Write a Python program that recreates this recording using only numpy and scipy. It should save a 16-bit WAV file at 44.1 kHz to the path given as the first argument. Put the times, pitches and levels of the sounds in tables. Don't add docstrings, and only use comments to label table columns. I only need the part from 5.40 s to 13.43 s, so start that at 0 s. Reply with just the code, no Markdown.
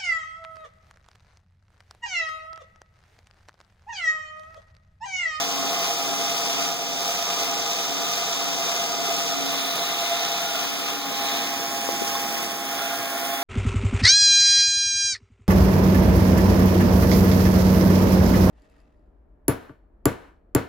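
import sys
import numpy as np
from scipy import signal
from scipy.fft import rfft, irfft, next_fast_len
from scipy.io import wavfile
from scipy.ndimage import uniform_filter1d, map_coordinates

SR = 44100
rng = np.random.default_rng(int(sys.argv[2]) if len(sys.argv) > 2 else 0)


def store_pcm(level_fs):
    pcm = np.round(np.clip(level_fs, -1, 1) * 32767).astype(np.int16)
    wavfile.write(sys.argv[1], SR, np.atleast_2d(pcm).T)


N = 354121


def amp(db):
    return 10 ** (np.asarray(db) / 20)


def unit(x):
    return x / np.sqrt(np.mean(x ** 2) + 1e-20)


def along(points, hz):
    f, v = np.transpose(points)
    return np.interp(np.log(hz + 1), np.log(f + 1), v)


def curves(rows):
    times, *columns = np.transpose(rows)
    return [np.interp(np.arange(N) / SR, times, column) for column in columns]


def wobble(rate):
    coarse = np.arange(0, N + 32, 32)
    knots = rng.standard_normal(int(N * rate / SR) + 4)
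    return np.interp(np.arange(N), coarse, map_coordinates(knots, [coarse * rate / SR]))


def chatter(rate):
    jolts = wobble(rate)
    return jolts - uniform_filter1d(jolts, SR // 20)


def filtered(x, response):
    m = next_fast_len(N + 8192)
    return irfft(rfft(x, m) * response(np.fft.rfftfreq(m, 1 / SR)), m)[..., :N]


def angle(hz, unsteady):
    return 2 * np.pi * np.cumsum(hz * (1 + unsteady * wobble(14))) / SR


def partials(turn, table, flutter, side_shift_db=0, drift_db=0.5):
    out = np.zeros((2, N))
    for multiple, db, side_db in table:
        sway_db = drift_db * wobble(2.91)
        lead = np.arctan(amp(side_db + side_shift_db - 2 * sway_db))
        shake = (1 + flutter * (wobble(28) + 1j * wobble(28))) / np.sqrt(1 + 2 * flutter ** 2)
        phase = round(multiple) * turn + rng.uniform(0, 2 * np.pi) + np.angle(shake)
        size = np.sqrt(2) * amp(db + sway_db / 2) * np.abs(shake)
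        out += size * np.sin([phase + lead, phase - lead])
    return out


# (frequency [Hz], coherence [0-1])
PORT_LIKENESS = [(100, .95), (220, .94), (350, .87), (600, .83), (950, .78), (1200, .55), (1600, .3),
                 (2000, .1), (16000, 0)]


def rub(spectrum, contacts):
    def mid_side_colour(hz):
        spread = np.arccos(np.clip(along(PORT_LIKENESS, hz), -1, 1)) / 2
        return amp(along(spectrum, hz)) * [np.cos(spread), np.sin(spread)]

    mid, side = filtered(contacts, mid_side_colour)
    return unit(np.array([mid + side, mid - side]))


def tooth_flaws(turn, share):
    turns = turn / (2 * np.pi)
    count = int(N / turns[-1])
    flaws = rng.standard_normal((2, SR))[:, (turns * count).astype(int) % count]
    return np.sqrt(share) * flaws + np.sqrt(1 - share) * rng.standard_normal((2, N))


# (time [s], load [dB])
STRING_LOAD = [(0.0, 1), (0.06, -1.5), (0.44, 1), (0.56, -1.5), (0.68, -0.6), (1.28, 0), (1.38, -2.2),
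               (1.6, -2), (1.7, -0.57), (3.2, -1), (3.28, 0.5), (3.58, -2), (3.66, -0.5), (5.03, -0.5),
               (5.08, -2), (5.24, -1), (5.3, -3), (5.42, -1.5), (5.5, 0.5), (5.58, -2.5), (5.98, 0),
               (6.08, -1.2), (6.8, 0), (7.04, -0.4), (7.2, -2), (7.28, -0.8), (7.42, 0.3), (7.66, -0.9),
               (8.02, -0.5)]
# (time [s], raised [0-1], turned away [0-1], head close [0-1])
CAMERA_PLACE = [(0, 0.2, 0, 0.1), (3.85, 0.23, 0, 0.27), (4.25, 0.83, 0.14, 0), (4.95, 0.96, 0.01, 0.46),
                (5.35, 1, 0.03, 0), (5.95, 0.96, 0.27, 0.55), (6.3, 0.04, 0.81, 0.87),
                (6.95, 0.04, 0.84, 0.87), (7.4, 0.35, 0.71, 0.1), (8.03, 0.14, 1.03, 0.3)]
PART_LEVELS = { "rotor": (-42.5, -12.5, -3, 1.5), "drive": (-34, -2, -18, -3.5),
               "shaft": (-51, -3, -13.5, 10), "room hum": (-59.5, 4.5, 11, 4.5),
               "axle": (-51.5, -1.5, -8.5, 3), "base": (-36, -4.5, -10.5, 4),
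               "drone": (-41, -1.5, -2.5, -0.5), "frame": (-35, 0, -5.5, -2.5),
               "clatter": (-32, 1.5, -5, 1.5), "rasp": (-30, -2.5, -7.5, 4), "fizz": (-39, 1.3, 3.5, -1),
               "room": (-51, 11.5, 14, 3.5), }


def heard(part, load_share):
    load_db, = curves(STRING_LOAD)
    raised, away, head = curves(CAMERA_PLACE)
    beside_db, raised_db, away_db, head_db = PART_LEVELS[part]
    place_db = beside_db + raised_db * raised + away_db * away + head_db * head
    return amp(place_db + load_share * load_db)


# (frequency [Hz], relative level per Hz [dB])
RUMBLE_COLOUR = [(60, -33), (100, -9.5), (150, -11), (195, -4), (228, 5), (260, -9), (330, -13), (450, -28),
                 (700, -60)]
# (time [s], level [dB])
RUMBLE_LEVEL = [(0, -75), (5.2, -62), (5.6, -54), (5.85, -47.5), (6.2, -51), (6.6, -44), (6.9, -47),
                (7.1, -44), (7.4, -53), (8.03, -56)]


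def rumble():
    db, = curves(RUMBLE_LEVEL)
    return amp(db + 1.2 * wobble(11)) * rub(RUMBLE_COLOUR, rng.standard_normal((2, N)))


# (frequency [Hz], relative level per Hz [dB])
ROOM_COLOUR = [(100, -16), (180, -4.5), (225, -2.5), (280, 7), (340, -2), (480, 2), (1200, 4), (1600, 5),
               (2400, 5.5), (3200, -19), (5000, -37)]
# (multiple of the turning rate, level [dB], side over mid [dB])
ROOM_AXLE_LINE = [(8, 0.5, -33)]
ROOM_ROTOR_LINE = [(6, -8, 3)]


def room_sound(rotor, axle):
    contacts = tooth_flaws(axle, share=0.2) * amp(0.42 * wobble(11))
    noise = heard("room", load_share=0.97) * rub(ROOM_COLOUR, contacts)
    hum = heard("room hum", load_share=.8) * partials(axle, ROOM_AXLE_LINE, flutter=0.51)
    whine = heard("room hum", load_share=.8) * partials(rotor, ROOM_ROTOR_LINE, flutter=0.36)
    return noise + hum + whine


# (time [s], frequency [Hz], level [dB])
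SAGGING_TONE = [(5.46, 296, -90), (5.52, 296, -42.5), (5.6, 286, -42.5), (5.74, 279, -43), (5.85, 274, -90)]


def low_tone():
    hz, db = curves(SAGGING_TONE)
    return np.sqrt(2) * amp(db) * np.sin(angle(hz, unsteady=0.0025))


def ping(start_s, db, hz, t60):
    t = np.maximum(np.arange(N) / SR - start_s, 0)
    return amp(db - 60 * t / t60) * np.sin(2 * np.pi * hz * t)


# (time [s], starting level [dB], ring [Hz], 60 dB decay [s])
PLASTIC_CATCHES = [(1.07, -25, 470, .04), (3.685, -25, 410, .09), (3.69, -25, 770, .1),
                   (4.385, -26, 470, .04), (6.4897, -17.5, 1100, .005), (6.752, -22, 1080, 0.045),
                   (6.754, -21.5, 3550, 0.028)]
# (time [s], starting level [dB], ring [Hz], 60 dB decay [s], right port's share [ratio])
CAMERA_BUMPS = [(6.4895, -6.5, 510, .015, .2), (6.619, -11, 420, .024, -.05), (6.639, -30, 380, .12, -.3),
                (6.995, -26, 350, .06, .3), (7.595, -21, 125, .09, .6)]


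def knocks():
    catches = sum(ping(*row) for row in PLASTIC_CATCHES)
    bumps = np.zeros((2, N))
    for start_s, db, hz, t60, right_share in CAMERA_BUMPS:
        bumps += np.outer([1, right_share], ping(start_s, db, hz, t60))
    low_cut_hz = 220
    return filtered(catches + bumps, lambda hz: (1j * hz / (low_cut_hz + 1j * hz)) ** 3)


# (multiple of the turning rate, level [dB], side over mid [dB])
AXLE_LINES = [(3, -26.5, -23), (6, -21, -12), (7, -19, -12), (9, -16, -1), (11, -12.5, -19), (12, -22, -30),
              (19, -9, -25)]
AXLE_BOOM = [(4, 1, -14)]
GEAR_SHAFT_LINES = [(10, -.5, -20), (11, -7, -20), (16, 1, -15), (21, 0, -20), (26, -3, -15), (27, 0, -15),
                    (28, -4, -10), (29, -4, -8), (32, -3, -8), (77, -4, -5), (79, -5, -5), (80, -5, -5)]


def axle_growl(axle, shaft):
    growl = heard("base", load_share=0.93) * partials(axle, AXLE_LINES, flutter=0.42)
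    throb = heard("shaft", load_share=0.91) * partials(shaft, GEAR_SHAFT_LINES, flutter=0.53)
    boom = heard("axle", load_share=1.0) * partials(axle, AXLE_BOOM, flutter=0.19)
    return growl + throb + boom


# (time [s], tone [dB], fourth line [dB])
COMMUTATOR_LEVEL = [(0, -40, -43), (.25, -38.5, -42.5), (.65, -36.5, -49), (.95, -37, -46),
                    (1.4, -40.5, -53), (2.2, -38.5, -51), (2.8, -42, -50), (3.3, -41, -45), (3.6, -40, -56),
                    (4.3, -42, -52), (4.85, -35.5, -52), (5.35, -42.5, -50), (5.8, -34, -41.5),
                    (6.2, -36.5, -42), (6.8, -32.5, -41), (7.1, -38.5, -43), (7.4, -34.5, -47),
                    (7.6, -38, -44), (8.03, -35.5, -42)]
# (time [s], level [dB])
HUM_LEVEL = [(0, -49), (.15, -43.5), (.32, -43.5), (.47, -58), (.62, -46), (.85, -44.5), (.98, -52),
             (1.2, -43), (1.38, -53), (1.52, -47), (1.85, -66), (2, -47), (2.17, -47), (2.32, -59),
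             (2.55, -44), (2.68, -49), (2.85, -68), (2.98, -44.5), (3.17, -46), (3.35, -55), (3.62, -45.5),
             (3.85, -49), (4.02, -39.5), (4.25, -46), (4.62, -57), (4.76, -48), (4.98, -57), (5.28, -46),
             (5.5, -49), (5.95, -43), (6.4, -48), (6.9, -45.5), (7.08, -54), (7.3, -45), (7.7, -49),
             (8.03, -42)]
# (multiple of the turning rate, level [dB], side over mid [dB])
UNBALANCE_LINE = [(1, 2.5, -4.5)]
ROTOR_LINES = [(2, -8, -30), (6, -3.5, 22), (12, -9, 5), (13, -10, -15), (14, -35, 13), (24, -8.5, -9),
               (25, -10, 9), (29, -7, -16), (34, -17, -4), (36, -11.5, 9)]
POLE_LINES = [(3, -0.95, -47), (47, -31, 3), (48, -25, 0), (52, -20, 0), (54, -17, -4), (55, -14, 1),
              (57, -24, 0), (58, -23, 0)]
ROTOR_FOURTH_LINE = [(4, -2, -28)]
DRIVE_LINES = [(2, -17.5, -17), (3, -7, -22), (4, -16, -20), (5, -15, -12), (6, -19, -8), (10, -14, 0),
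               (15, -10.5, 0), (20, -8.5, 0), (25, -5, -2), (32, -18, 0)]
TURN_SIDE_DB = -25


def motors(rotor, drive):
    pole_db, fourth_db = curves(COMMUTATOR_LEVEL)
    hum_db, = curves(HUM_LEVEL)
    _, away, _ = curves(CAMERA_PLACE)
    side_db = TURN_SIDE_DB * away
    hum = amp(hum_db) * partials(rotor, UNBALANCE_LINE, flutter=.1, side_shift_db=side_db)
    buzz_lines = partials(rotor, ROTOR_LINES, flutter=0.31, side_shift_db=side_db, drift_db=4.0)
    buzz = heard("rotor", load_share=0.22) * buzz_lines
    poles = amp(pole_db) * partials(rotor, POLE_LINES, flutter=.16 - .11 * away, drift_db=.4)
    fourth = amp(fourth_db) * partials(rotor, ROTOR_FOURTH_LINE, flutter=.35)
    whine = heard("drive", load_share=.8) * partials(drive, DRIVE_LINES, flutter=.4)
    return hum + buzz + poles + fourth + whine


# (time [s], level [dB])
WHINE_LEVEL = [(0, -32), (2.8, -33), (3.66, -30.5), (3.715, -27.5), (3.77, -32), (4.2, -32.5), (4.65, -31),
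               (4.73, -25.5), (4.8, -32.5), (5.1, -31), (5.6, -40.5), (5.9, -33), (7.15, -36.5),
               (7.55, -31.5), (8.03, -31.5)]
# (multiple of the tooth rate, level [dB], side over mid [dB])
MESH_OVERTONES = [(2, -15.5, -12), (3, -13.5, 0), (4, -13, 0), (5, -9, 0), (7, -22, 0)]
# (frequency [Hz], relative level per Hz [dB])
TOWER_COLOUR = [(570, -52), (640, 10.5), (690, 14.5), (750, 7), (800, -10)]
PORT_LEAD = .1


def gear_whine(mesh, beat_hz):
    whine_db, = curves(WHINE_LEVEL)
    load_db, = curves(STRING_LOAD)
    beat = angle(beat_hz, unsteady=0.002) - .65 + .45 * wobble(8)
    arrival = mesh + 0.33 * wobble(70) + np.array([[PORT_LEAD], [-PORT_LEAD]])
    tooth_tone = amp(-3.2) * np.sin(arrival)
    lower_tone = amp(-9.3 + 1.5 * wobble(4)) * np.sin(arrival - beat)
    flicker = amp(1.3 * chatter(70) + 1.2 * chatter(170))
    fundamental = np.sqrt(2) * (tooth_tone + lower_tone) * flicker
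    overtones = amp(-2.5) * partials(mesh, MESH_OVERTONES, flutter=0.69)
    strikes = rng.standard_normal((2, N)) * amp(1.6 * wobble(14)) * (1 + 0.2 * np.cos(beat))
    ring = amp(-8.0) * rub(TOWER_COLOUR, strikes)
    return amp(whine_db + 1.0 * load_db) * (fundamental + overtones + ring)


CLACKS_PER_S, CLACK_DECAY_S = 200, .001
CLACK_SPREAD_DB, CLACK_DEPTH = 4, .36


def clacks():
    sizes = amp(CLACK_SPREAD_DB * np.clip(rng.standard_normal(N), -2, 2))
    hits = (rng.random(N) < CLACKS_PER_S / SR) * sizes
    return 1 + CLACK_DEPTH * signal.lfilter([1], [1, -np.exp(-1 / (CLACK_DECAY_S * SR))], hits)


# (frequency [Hz], relative level per Hz [dB])
DRONE_COLOUR = [(25, -56), (70, -34), (105, -10.5), (150, -10.5), (185, -3.5), (235, -8.5), (270, -11),
                (310, -8.5), (370, -1.5), (460, -2.5), (560, -6.5), (620, 0.5), (800, -52)]
FRAME_COLOUR = [(560, -27), (740, 0), (800, -3), (880, -4), (960, -4), (1030, 0), (1130, -4), (1230, 6.5),
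                (1330, -4.5), (1520, -7), (1900, -6.5), (2300, -69)]
CLATTER_COLOUR = [(1750, -31), (2050, 1.5), (2250, -2), (2400, 4.5), (2850, 4.5), (3200, 4), (3570, 5.5),
                  (3850, 1.5), (4300, 1), (4800, -43)]
RASP_COLOUR = [(4000, -75), (4500, -3.5), (4900, -1.5), (5300, -1), (6000, 2), (6400, -4.5), (6900, -8.5),
               (7500, -7), (8000, -10), (9200, -60)]
FIZZ_COLOUR = [(7300, -78), (8400, 4.5), (9400, -0.5), (10200, -4), (12800, -0.5), (14200, 3), (15600, 1.5),
               (19000, -39)]
# (frequency [Hz], relative level per Hz [dB])
GRIND_COLOUR = [(3150, -48), (3480, 5), (3800, 6), (4150, 0.5), (4500, -32)]
# (time [s], level [dB])
GRIND_LEVEL = [(0, -40), (1.15, -43), (1.45, -41), (2, -38.5), (3.2, -37.5), (3.7, -41), (4.15, -34.5),
               (4.9, -34), (5.35, -45), (5.9, -35.5), (6.3, -56), (8.03, -54)]
# (frequency [Hz], relative level per Hz [dB])
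NASAL_COLOUR = [(1300, -40), (1375, -1), (1425, 2), (1465, -4.5), (1540, -30)]
# (time [s], level [dB])
NASAL_SWELL = [(0, -51), (4.7, -48), (5.05, -42), (5.3, -45), (5.7, -44), (6.1, -60), (6.75, -49),
               (7.22, -54), (7.44, -36), (7.64, -48), (7.8, -40), (8.03, -47)]
FLAW_SHARE_LOW, FLAW_SHARE_HIGH = .25, .2


def gear_rattle(rotor, drive, axle, shaft):
    jolts = clacks() * amp(.52 * wobble(7) + .15 * wobble(25))
    motor_pulse = .07 * np.cos(rotor) + .045 * np.cos(drive)
    shaft_pulse = .045 * np.cos(3 * shaft) + .025 * np.cos(shaft / 2)
    contact = jolts * (1 + motor_pulse + shaft_pulse)
    winch = axle / 4

    def slow():
        return tooth_flaws(winch, FLAW_SHARE_LOW)

    def fast():
        return contact * tooth_flaws(shaft, FLAW_SHARE_HIGH)

    drone = heard("drone", load_share=0.6) * rub(DRONE_COLOUR, slow() * amp(1.5 * wobble(40)))
    frame = heard("frame", load_share=1.8) * rub(FRAME_COLOUR, contact * slow() * amp(0.89 * chatter(60)))
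    clatter = heard("clatter", load_share=1.4) * rub(CLATTER_COLOUR, fast() * amp(0.72 * chatter(120)))
    rasp = heard("rasp", load_share=1.0) * rub(RASP_COLOUR, fast() * amp(0.81 * chatter(200)))
    fizz_shake = amp(1.3 * wobble(260) + 0.63 * wobble(7))
    fizz = heard("fizz", load_share=0.97) * rub(FIZZ_COLOUR, fast() * fizz_shake)
    grind_db, = curves(GRIND_LEVEL)
    grind = amp(grind_db + 0.45 * wobble(7)) * rub(GRIND_COLOUR, fast() * amp(0.92 * chatter(140)))
    nasal_db, = curves(NASAL_SWELL)
    nasal = amp(nasal_db) * rub(NASAL_COLOUR, contact * rng.standard_normal((2, N)))
    return drone + frame + nasal + clatter + grind + rasp + fizz


# (time [s], winch motor [Hz], beat rate of the gear whine [Hz])
TURNING_RATES = [(0, 271.3, 10.07), (1, 271.4, 9.95), (2.2, 271.5, 10), (3.2, 271, 9.97), (4.4, 270.8, 9.9),
                 (5, 271.2, 9.87), (5.7, 271.6, 10), (8, 271.7, 10.02)]
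DRIVE_HZ = 238.3
MESH_HZ, MESH_TEETH = 687.4, 15
TURN_PAN_DB = -3


def scene():
    rotor_hz, beat_hz = curves(TURNING_RATES)
    _, away, _ = curves(CAMERA_PLACE)
    pan_db = TURN_PAN_DB * away
    rotor = angle(rotor_hz, unsteady=0.000806)
    drive = angle(DRIVE_HZ, unsteady=0.000997)
    mesh = angle(MESH_HZ, unsteady=0.0014)
    axle, shaft = rotor * 5 / 32, mesh / MESH_TEETH
    background = rumble() + room_sound(rotor, axle) + low_tone() + knocks()
    machine = axle_growl(axle, shaft) + motors(rotor, drive)
    machine += gear_whine(mesh, beat_hz) + gear_rattle(rotor, drive, axle, shaft)
    return background + machine * amp([pan_db / 2, -pan_db / 2])


COMB_HZ = 2756


def widening(hz, gap_width=0.2):
    alike = np.clip(along(PORT_LIKENESS, hz), 0, .99)
    turn = np.pi * hz / COMB_HZ
    teeth = np.abs([np.sin(turn), np.cos(turn)])
    width = gap_width * np.sqrt(hz / COMB_HZ) * np.minimum(hz / COMB_HZ, 1)
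    mid, side = teeth / (1 + (width / (teeth + 1e-6)) ** 6)
    power = (mid ** 2 * (1 + alike) + side ** 2 * (1 - alike)) / 2
    return np.array([mid, side]) / np.sqrt(power)


# (frequency [Hz], left over right [dB])
PORT_BALANCE = [(120, 1.5), (270, 2.3), (380, 0), (560, -.7), (1000, 0)]
TOP_HZ = 15800


def record(dry):
    left, right = dry
    mid, side = filtered(np.array([left + right, left - right]) / 2, widening)

    def ports(hz):
        return amp(np.outer([.5, -.5], along(PORT_BALANCE, hz))) * (hz < TOP_HZ)

    return filtered(np.array([mid + side, mid - side]), ports)


dry = scene()
out = record(dry)
store_pcm(out)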